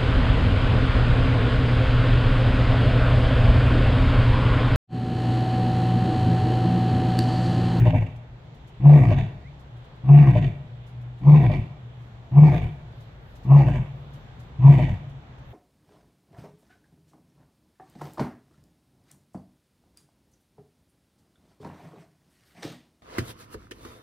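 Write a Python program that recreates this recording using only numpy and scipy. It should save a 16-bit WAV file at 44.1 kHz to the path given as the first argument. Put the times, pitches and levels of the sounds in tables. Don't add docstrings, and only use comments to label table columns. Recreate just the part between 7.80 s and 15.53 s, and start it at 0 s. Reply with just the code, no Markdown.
import sys
import numpy as np
from scipy import signal
from scipy.fft import rfft, irfft, next_fast_len
from scipy.io import wavfile
from scipy.ndimage import uniform_filter1d

SR = 44100
rng = np.random.default_rng(int(sys.argv[2]) if len(sys.argv) > 2 else 0)


def wav_out(sig):
    wavfile.write(sys.argv[1], SR, np.round(np.clip(np.atleast_2d(sig).T, -1, 1) * 32767).astype(np.int16))


def decibels_to_gain(level_db):
    exponent = np.asarray(level_db, float) / 20
    return 10 ** exponent


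N = 340893
T = np.arange(N) / SR


def unit(x):
    return x / np.sqrt(np.mean(x ** 2))


def band(x, hz, width_hz):
    return signal.lfilter(*signal.iirpeak(hz, hz / width_hz, SR), x)


def walk(rate_hz):
    k = int(SR / rate_hz)
    held = np.repeat(rng.standard_normal(N // k + 1), k)
    return 1.3 * uniform_filter1d(uniform_filter1d(held, k), k)[:N]


def body(x, modes, wobble_db):
    out = 0
    for k, (hz, width_hz, db) in enumerate(modes):
        width_hz = max(width_hz, hz / 14)
        gain = (-1) ** k * decibels_to_gain(db + wobble_db * walk(14))
        out = out + gain * band(band(x, hz, width_hz), hz, width_hz)
    return out


def steady(x, seconds):
    k = int(seconds * SR)
    power = uniform_filter1d(uniform_filter1d(x ** 2, k), k)
    return x / np.sqrt(power + 1e-9)


def puffs(events):
    out = np.zeros(N)
    for s, db, length_s in events:
        u = T[:int(.3 * SR)] / max(length_s, .003)
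        at = slice(int(s * SR), min(int(s * SR) + len(u), N))
        burst = decibels_to_gain(db) * np.sin(np.pi / 2 * np.minimum(u / .3, 1)) * np.exp(-1.8 * u ** 2)
        out[at] += burst[:at.stop - at.start]
    return out


def bumps(events, width_s):
    coarse = T[::44]
    swells = sum(height * np.exp(-((coarse - s) / width_s) ** 2) for s, height in events)
    return np.interp(T, coarse, swells)


def thin_hiss(noise, hz, width_hz):
    return unit(band(band(noise, hz, width_hz), hz, width_hz))


# start t/s, boom breaks t/s, folds slip t/s, end t/s, top growl rate f/Hz
GRUNTS = [
    (-0.25, -0.04, 0.02, 0.305, 74),
    (1.0, 1.198, 1.235, 1.505, 74.7),
    (2.24, 2.452, 2.515, 2.745, 74.3),
    (3.415, 3.612, 3.632, 3.86, 76.4),
    (4.515, 4.707, 4.724, 4.92, 76.6),
    (5.65, 5.812, 5.862, 6.07, 72),
    (6.79, 6.95, 6.998, 7.18, 71.5),
]


def course(knots):
    stages = np.vstack([knots(*grunt) for grunt in GRUNTS])
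    return uniform_filter1d(np.interp(T, *stages.T), size=300)


# boom/dB, growl/dB, throat/dB, hiss/dB
STRENGTH = [(1.2, 2, 0, 0.5), (1.7, 2.1, 0.5, 0), (0.5, 1.2, -1, 0.5), (0.5, 0.5, -1, -0.2),
            (1.5, -3.5, -0.8, -0.2), (-0.5, 0, -1, -1.5), (1.55, 1, -1.5, 1)]
JAWS_DB = [0.5, 2, 0.5, 2.5, 4.5, 1.7, 0.5]


def strength(column):
    grunt = np.searchsorted(np.array(GRUNTS)[1:, 0], T)
    return np.c_[STRENGTH, JAWS_DB][grunt, column]


# t/s, depth/dB
CHOKES = [(0.016, -6), (0.04, -7.5), (0.126, -15.5), (0.2, -8), (1.272, -6.5), (1.358, -9.5), (2.452, -6),
          (2.53, -12.5), (2.606, -15.5), (3.519, -2.5), (3.595, -7), (3.688, -13), (4.612, -3.5),
          (4.712, -5), (4.803, -10.5), (5.848, -8.5), (5.925, -8.5), (5.998, -6), (6.965, -9.5),
          (7.066, -6)]


def choke_db():
    return bumps(CHOKES, width_s=.016)


# f/Hz, width/Hz, level/dB
CHEST = (116.4, 91.6, 10.16)


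def chest_db(hz):
    return CHEST[2] / (1 + (2 * (hz - CHEST[0]) / CHEST[1]) ** 2)


CLIMB_S, BREAK_S, SLIP_S, LET_GO_S, HUSH_S = .066, .03602, .03012, .029, .025
ONSET_HZ, CREEP_HZ, BREAK_HZ, SLIP_HZ, SLACK_HZ, SAG_BEND = 59.5, 3.1, 67.53, 58.99, 31.95, 1.1
ONSET_DB, HUSH_DB, BOOM_DB, DROOP_DB, BROKEN_DB = -32.5, -28, -8, -3, -36
GROWL_HELD_DB, GROWL_DB, THIRD_HELD_DB, THIRD_DB = -44, -30.5, -42.5, -36
SLACK_DB_PER_OCT, FADE_FROM, FADE_DB = 12.5, 0.72, -18
# t/s, level/dB
WAVERS = [(1.12, -1.5), (1.15, 1.2), (2.392, -5), (3.515, -2.5), (3.535, 3), (3.57, 1.5), (3.59, 3),
          (4.61, -4), (4.628, 1.5), (4.688, 1.5), (5.762, 2), (6.882, -4), (6.9, 3), (6.93, -6.5)]
# t/s, boom level/dB
CATCHES = [(0.035, -22), (0.068, -16), (0.145, -21.5), (1.222, -14.5), (1.285, -19), (1.32, -19),
           (2.488, -12), (2.565, -22), (3.635, -23), (3.686, -11), (4.73, -26.5), (5.825, -18.5),
           (5.875, -26), (6.977, -13)]
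# growl rate f/Hz, roughness 0-1
ROUGH = [(35, .8), (58, .6), (66, .12), (72, .06)]
# multiple of growl rate, level over the third/dB
OVERTONES = [(4, -12), (5, -5)]


def folds():
    gate = course(lambda start, cut, slip, end, top: [(start, 0), (start, 1), (end, 1), (end, 0)])
    sag = course(lambda start, cut, slip, end, top: [(start, 0), (slip, 0), (end, 1)])
    taut_hz = course(lambda start, cut, slip, end, top: [
        (start, ONSET_HZ), (start + CLIMB_S, top - CREEP_HZ), (cut - BREAK_S, top), (cut, BREAK_HZ),
        (max(cut, slip - SLIP_S), BREAK_HZ), (slip, SLIP_HZ), (end, SLIP_HZ)])
    sunk = np.sin(np.pi / 2 * np.clip(sag, 0, 1) ** SAG_BEND) ** 2
    hz = taut_hz - (SLIP_HZ - SLACK_HZ) * sunk
    fade_db = FADE_DB * np.clip((sag - FADE_FROM) / (1 - FADE_FROM), 0, 1)
    slack_db = SLACK_DB_PER_OCT * np.log2(np.minimum(hz / SLIP_HZ, 1)) + fade_db

    held_db = course(lambda start, cut, slip, end, top: [
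        (start, ONSET_DB), (start + HUSH_S, HUSH_DB), (start + CLIMB_S, BOOM_DB),
        (cut, BOOM_DB + DROOP_DB), (end, BOOM_DB + DROOP_DB)])
    held_db = held_db + strength(column=0) + bumps(WAVERS, width_s=.0082)
    holding = course(lambda start, cut, slip, end, top: [(start, 1), (cut - LET_GO_S, 1), (cut, 0), (end, 0)])
    boom = holding * decibels_to_gain(held_db) + (1 - holding) * decibels_to_gain(BROKEN_DB + chest_db(2 * hz) + slack_db)
    boom += bumps([(s, decibels_to_gain(db)) for s, db in CATCHES], width_s=.016)

    broken = course(lambda start, cut, slip, end, top: [(start, 0), (start + CLIMB_S, 0), (cut, 1), (end, 1)])
    growl_db = GROWL_HELD_DB + broken * (GROWL_DB - GROWL_HELD_DB) + slack_db
    bare_db = THIRD_HELD_DB + broken * (THIRD_DB - THIRD_HELD_DB + strength(column=1)) + fade_db
    third_db = bare_db + chest_db(3 * hz)

    rough = np.interp(hz, *np.transpose(ROUGH))
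    turns = np.cumsum(hz * (1 + .08 * rough * walk(45))) / SR
    lines = boom * decibels_to_gain(7.3 * rough * walk(40)) * np.sin(4 * np.pi * turns)
    lines += decibels_to_gain(growl_db) * np.sin(2 * np.pi * turns)
    lines += decibels_to_gain(third_db + 2.0 * rough * walk(40)) * np.sin(6 * np.pi * turns + 0.98)
    for k, db in OVERTONES:
        gain = decibels_to_gain(bare_db + chest_db(k * hz) + db + 4.0 * rough * walk(40))
        lines += gain * np.sin(2 * np.pi * k * turns + 0.46 * k * rough * walk(50))
    return gate * np.sqrt(2) * lines, turns


SHUT_DB, RELEASE_S, TRAIL_S = -24.5, .11, 0.022


def exhale(open_db, rise_s, late_db, leak_s, leak_db):
    return course(lambda start, cut, slip, end, top: [
        (start, open_db + SHUT_DB), (start + leak_s, open_db + leak_db), (start + rise_s, open_db), (cut, open_db),
        (end - RELEASE_S, late_db), (end + TRAIL_S, late_db + SHUT_DB)])


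# f/Hz, width/Hz, level/dB
THROAT = [(242, 110, 1.5), (355.7, 62, 4), (439, 81, -4), (527, 60, -5), (631.6, 130, -6.5), (711, 78, 1.5),
          (832, 140, -6), (979, 120, -9), (1140, 160, -12)]
MOUTH = [(1547, 460, -4.5), (1914, 216, 1.5), (2288, 290, 2), (2685, 266, -0.7), (3004, 280, -8.5),
         (3553, 530, -15), (4490, 900, -20.5), (6420, 1200, -29.5), (7520, 630, -28), (11500, 13000, -41)]
FLAP_MODES = [(886, 210, 0), (1080, 190, -10.5), (242, 73, 2)]
# t/s, level/dB, length/s
FLAPS = [(0.052, -19.5, 0.054), (0.13, -18, 0.036), (0.222, -29.5, 0.02), (1.156, -23, 0.039),
         (1.31, -18, 0.025), (2.551, -16.5, 0.036), (3.635, -34.5, 0.027), (3.694, -21, 0.034),
         (4.663, -31.5, 0.027), (4.724, -24.5, 0.041), (5.805, -28.5, 0.035), (5.872, -26, 0.035),
         (5.947, -37, 0.044), (6.895, -28.5, 0.033), (6.986, -21, 0.037), (7.078, -30, 0.035)]
# f/Hz, width/Hz, gain
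GAPE = (1040, 280, 3.0)
LIPS = (3300, 520, 1.6)
# f/Hz, width/Hz
NOSE_DIP = (1370, 160)
HISS_CHOKE, HISS_LAG_S, FLAP_HZ = 0.61, .004, 608


def breath(turns):
    gate = course(lambda start, cut, slip, end, top: [
        (start, 0), (start, 1), (end + TRAIL_S, 1), (end + TRAIL_S, 0)])
    choke = choke_db()
    throat_db = exhale(open_db=-29, rise_s=.062, late_db=-36, leak_s=.026, leak_db=-17.5)
    throat_db = throat_db + strength(column=2) + choke
    hiss_db = exhale(open_db=-40.5, rise_s=.15, late_db=-42, leak_s=.065, leak_db=-9)
    hiss_db = hiss_db + strength(column=3) + HISS_CHOKE * np.roll(choke, int(HISS_LAG_S * SR))

    beat = (2 * turns).astype(int)
    size = decibels_to_gain(3.0 * rng.standard_normal(N // 100)[beat] - 5.0 * (beat % 2))
    snaps = unit(np.diff(beat, prepend=0) * size)
    pulse = np.cos(4 * np.pi * turns)
    puff = uniform_filter1d(size, size=300) ** .7 * (1 - .35 * pulse)
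    air = unit(puff * rng.standard_normal((5, N)))

    throat = body(.8 * snaps + 1.2 * air[0] + .5 * air[1:3], THROAT, wobble_db=3.5)
    bend = uniform_filter1d(np.gradient(np.gradient(turns)), size=1500)
    climb = np.clip(bend * SR ** 2 / 150, 0, 1)
    throat = steady(throat + GAPE[2] * climb * band(throat, *GAPE[:2]), .04)

    hiss = steady(body(air[0] + 1.2 * air[3:], MOUTH, wobble_db=3.5), .04)
    dying = course(lambda start, cut, slip, end, top: [(start, 0), (slip, 0), (end, 1)])
    hiss = hiss + LIPS[2] * dying * band(hiss, *LIPS[:2])

    ring = np.sin(2 * np.pi * FLAP_HZ * T + .5 * walk(60)) * (1 - .5 * pulse)
    slap = unit(body(rng.standard_normal(N), FLAP_MODES, wobble_db=2.5))
    flaps = puffs(FLAPS) * (0.55 * ring + 0.16 * slap)
    high = gate * (decibels_to_gain(throat_db) * throat + decibels_to_gain(hiss_db + 1.5) * hiss) + flaps
    return high - .95 * band(high, *NOSE_DIP)


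def lion():
    lines, turns = folds()
    return lines, breath(turns)


TOP_DB, TOP_EARLY_DB, TOP_OPENS_S, TOP_PEAKS_S, TOP_CHOKE = -70.5, -10.5, .06, .06, 1.2


def spit():
    grains = rng.standard_normal((2, N)) * decibels_to_gain(2.5 * rng.exponential(size=N))
    jaws_db = course(lambda start, cut, slip, end, top: [
        (start + TOP_OPENS_S / 2, TOP_DB + SHUT_DB), (start + TOP_OPENS_S, TOP_DB + TOP_EARLY_DB),
        (cut + TOP_PEAKS_S, TOP_DB), (end + RELEASE_S, TOP_DB + SHUT_DB)])
    level_db = jaws_db + strength(column=4) + TOP_CHOKE * choke_db()
    return decibels_to_gain(level_db) * thin_hiss(grains, hz=10000., width_hz=8000.)


# f/Hz, level/dB, t60/s
DEN_MODES = [(141, -10, 1), (113, -30.5, 0.89)]


def den(voice):
    return sum(decibels_to_gain(db) * band(voice, hz, np.log(1000) / np.pi / t60_s) for hz, db, t60_s in DEN_MODES)


def pen(voice, t60_s=.79, split_hz=840.0):
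    t = T[:int(t60_s * SR)]
    mid, side = rng.standard_normal((2, len(t))) * decibels_to_gain(-60 * t / t60_s)
    side = signal.sosfilt(signal.butter(2, split_hz, "high", fs=SR, output="sos"), side)
    tail = np.array([mid + side, mid - side]) / np.sqrt(np.sum(mid ** 2))
    return decibels_to_gain(-13) * signal.fftconvolve(voice, tail, axes=1)[:, :N]


# f/Hz, density/dB per Hz
PARK = [(20, -22), (54, -9), (70, -5), (91, -18), (115, -2), (145, -8.5), (175, -17.5), (300, -25),
        (800, -27), (1200, -34), (3500, -39), (5000, -54.5), (7800, -59), (8700, -71.5), (9800, -71),
        (15500, -71)]


def park():
    size = next_fast_len(N)
    hz = np.fft.rfftfreq(size, 1 / SR) + 1e-3
    knot_hz, knot_db = np.transpose(PARK)
    colour = decibels_to_gain(np.interp(np.log(hz), np.log(knot_hz), knot_db))
    noise = rfft(rng.standard_normal((2, size))) * colour
    swell, out = walk(1.0), 0
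    for centre_hz in 25 * 2 ** np.arange(0, 9.6, .5):
        window = np.cos(np.pi * np.clip(np.log2(hz / centre_hz), -.5, .5)) ** 2
        mid, side = irfft(noise * window, size)[:, :N]
        flicker = decibels_to_gain(.8 * swell + 1.2 * walk(9))
        spread = min(centre_hz / 1100.0, 1.1)
        out = out + flicker * (mid + spread * side * np.array([[1], [-1]]))
    return unit(out) * decibels_to_gain(-46)


# t/s, level/dB
HUM = [(0.6, -48), (0.71, -61), (0.9, -59), (1.8, -68), (1.91, -47), (2.15, -52.5), (3.05, -48),
       (3.27, -42.5), (4.1, -44.5), (4.45, -51), (5.2, -56), (5.55, -73), (6.3, -47.5), (6.42, -58),
       (6.61, -45), (6.7, -57), (7.52, -64), (7.73, -50)]


def hum():
    gain = decibels_to_gain(np.interp(T, *np.transpose(HUM)) + 2.0 * walk(15))
    return np.sqrt(2) * gain * np.sin(2 * np.pi * 120.5 * T + 1.1 * walk(5.8))


# t/s, level/dB
GUSTS = [
    (0.08, -78),
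    (4.24, -88.5),
    (5.21, -80.5),
    (5.5, -80.5),
    (5.63, -83.5),
    (6.2, -85.5),
    (6.37, -81.5),
    (6.62, -86),
    (7.73, -77.5),
]


def leaves():
    level = decibels_to_gain(-97) + bumps([(s, decibels_to_gain(db)) for s, db in GUSTS], width_s=.07)
    tick = bumps([(.002, decibels_to_gain(-56))], width_s=.008)
    return (level + tick) * thin_hiss(rng.standard_normal((2, N)), hz=13000., width_hz=5000.)


# t/s, level/dB, length/s
RUSTLES = [(0.3546, -55.5, 0.036), (0.6394, -68, 0.04), (0.7394, -58.5, 0.041), (0.8699, -53.5, 0.044),
           (1.7894, -56, 0.045), (1.9629, -60, 0.04), (2.0394, -60, 0.032), (2.1494, -64, 0.04),
           (3.0594, -54.5, 0.065), (3.2094, -57.5, 0.033), (3.3794, -59, 0.04), (4.2118, -63.5, 0.035),
           (5.1094, -65, 0.04), (5.1994, -54.5, 0.045), (5.3094, -67, 0.04), (5.5, -62.5, 0.047),
           (5.5494, -50.5, 0.043), (5.6294, -53.5, 0.047), (6.0394, -62.5, 0.037), (6.3294, -50, 0.047),
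           (6.5909, -50, 0.04), (6.6294, -60.5, 0.027), (7.2894, -55.5, 0.034), (7.5794, -58.5, 0.031)]


def rustle():
    grains = rng.standard_normal((2, N)) * decibels_to_gain(1.5 * rng.exponential(size=(2, N)))
    return 0.23 * puffs(RUSTLES) * unit(band(grains, 4500., 6000.))


# t/s, f/Hz, level/dB
PEEP = [
    (1.615, 1960, -73),
    (1.635, 1850, -68),
    (1.66, 2030, -55.5),
    (1.69, 2370, -58),
    (1.7, 2350, -85),
]


def bird():
    s, hz, db = np.transpose(PEEP)
    gain = decibels_to_gain(np.interp(T, s, db, -140, -140))
    return np.sqrt(2) * gain * np.sin(2 * np.pi * np.cumsum(np.interp(T, s, hz)) / SR)


def scene():
    low, high = lion()
    voice = low + high
    near = high + np.array([np.roll(low, shift=7), low])
    animal = near + pen(voice) + den(voice[0]) + spit()
    return animal + park() + hum() + leaves() + rustle() + bird()


def top_cut(x):
    return signal.sosfilt(signal.butter(12, 15720, fs=SR, output="sos"), x)


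def record(dry):
    left = (dry[0] - .65 * band(dry[0], 2600., 1600.)) * decibels_to_gain(.6)
    ports = np.array([left, dry[1] * decibels_to_gain(-.6)])
    ports = ports - .75 * band(ports, 8750., 900.)
    return top_cut(np.tanh(0.49 * ports) / 0.41)


dry = scene()
out = record(dry)
wav_out(out)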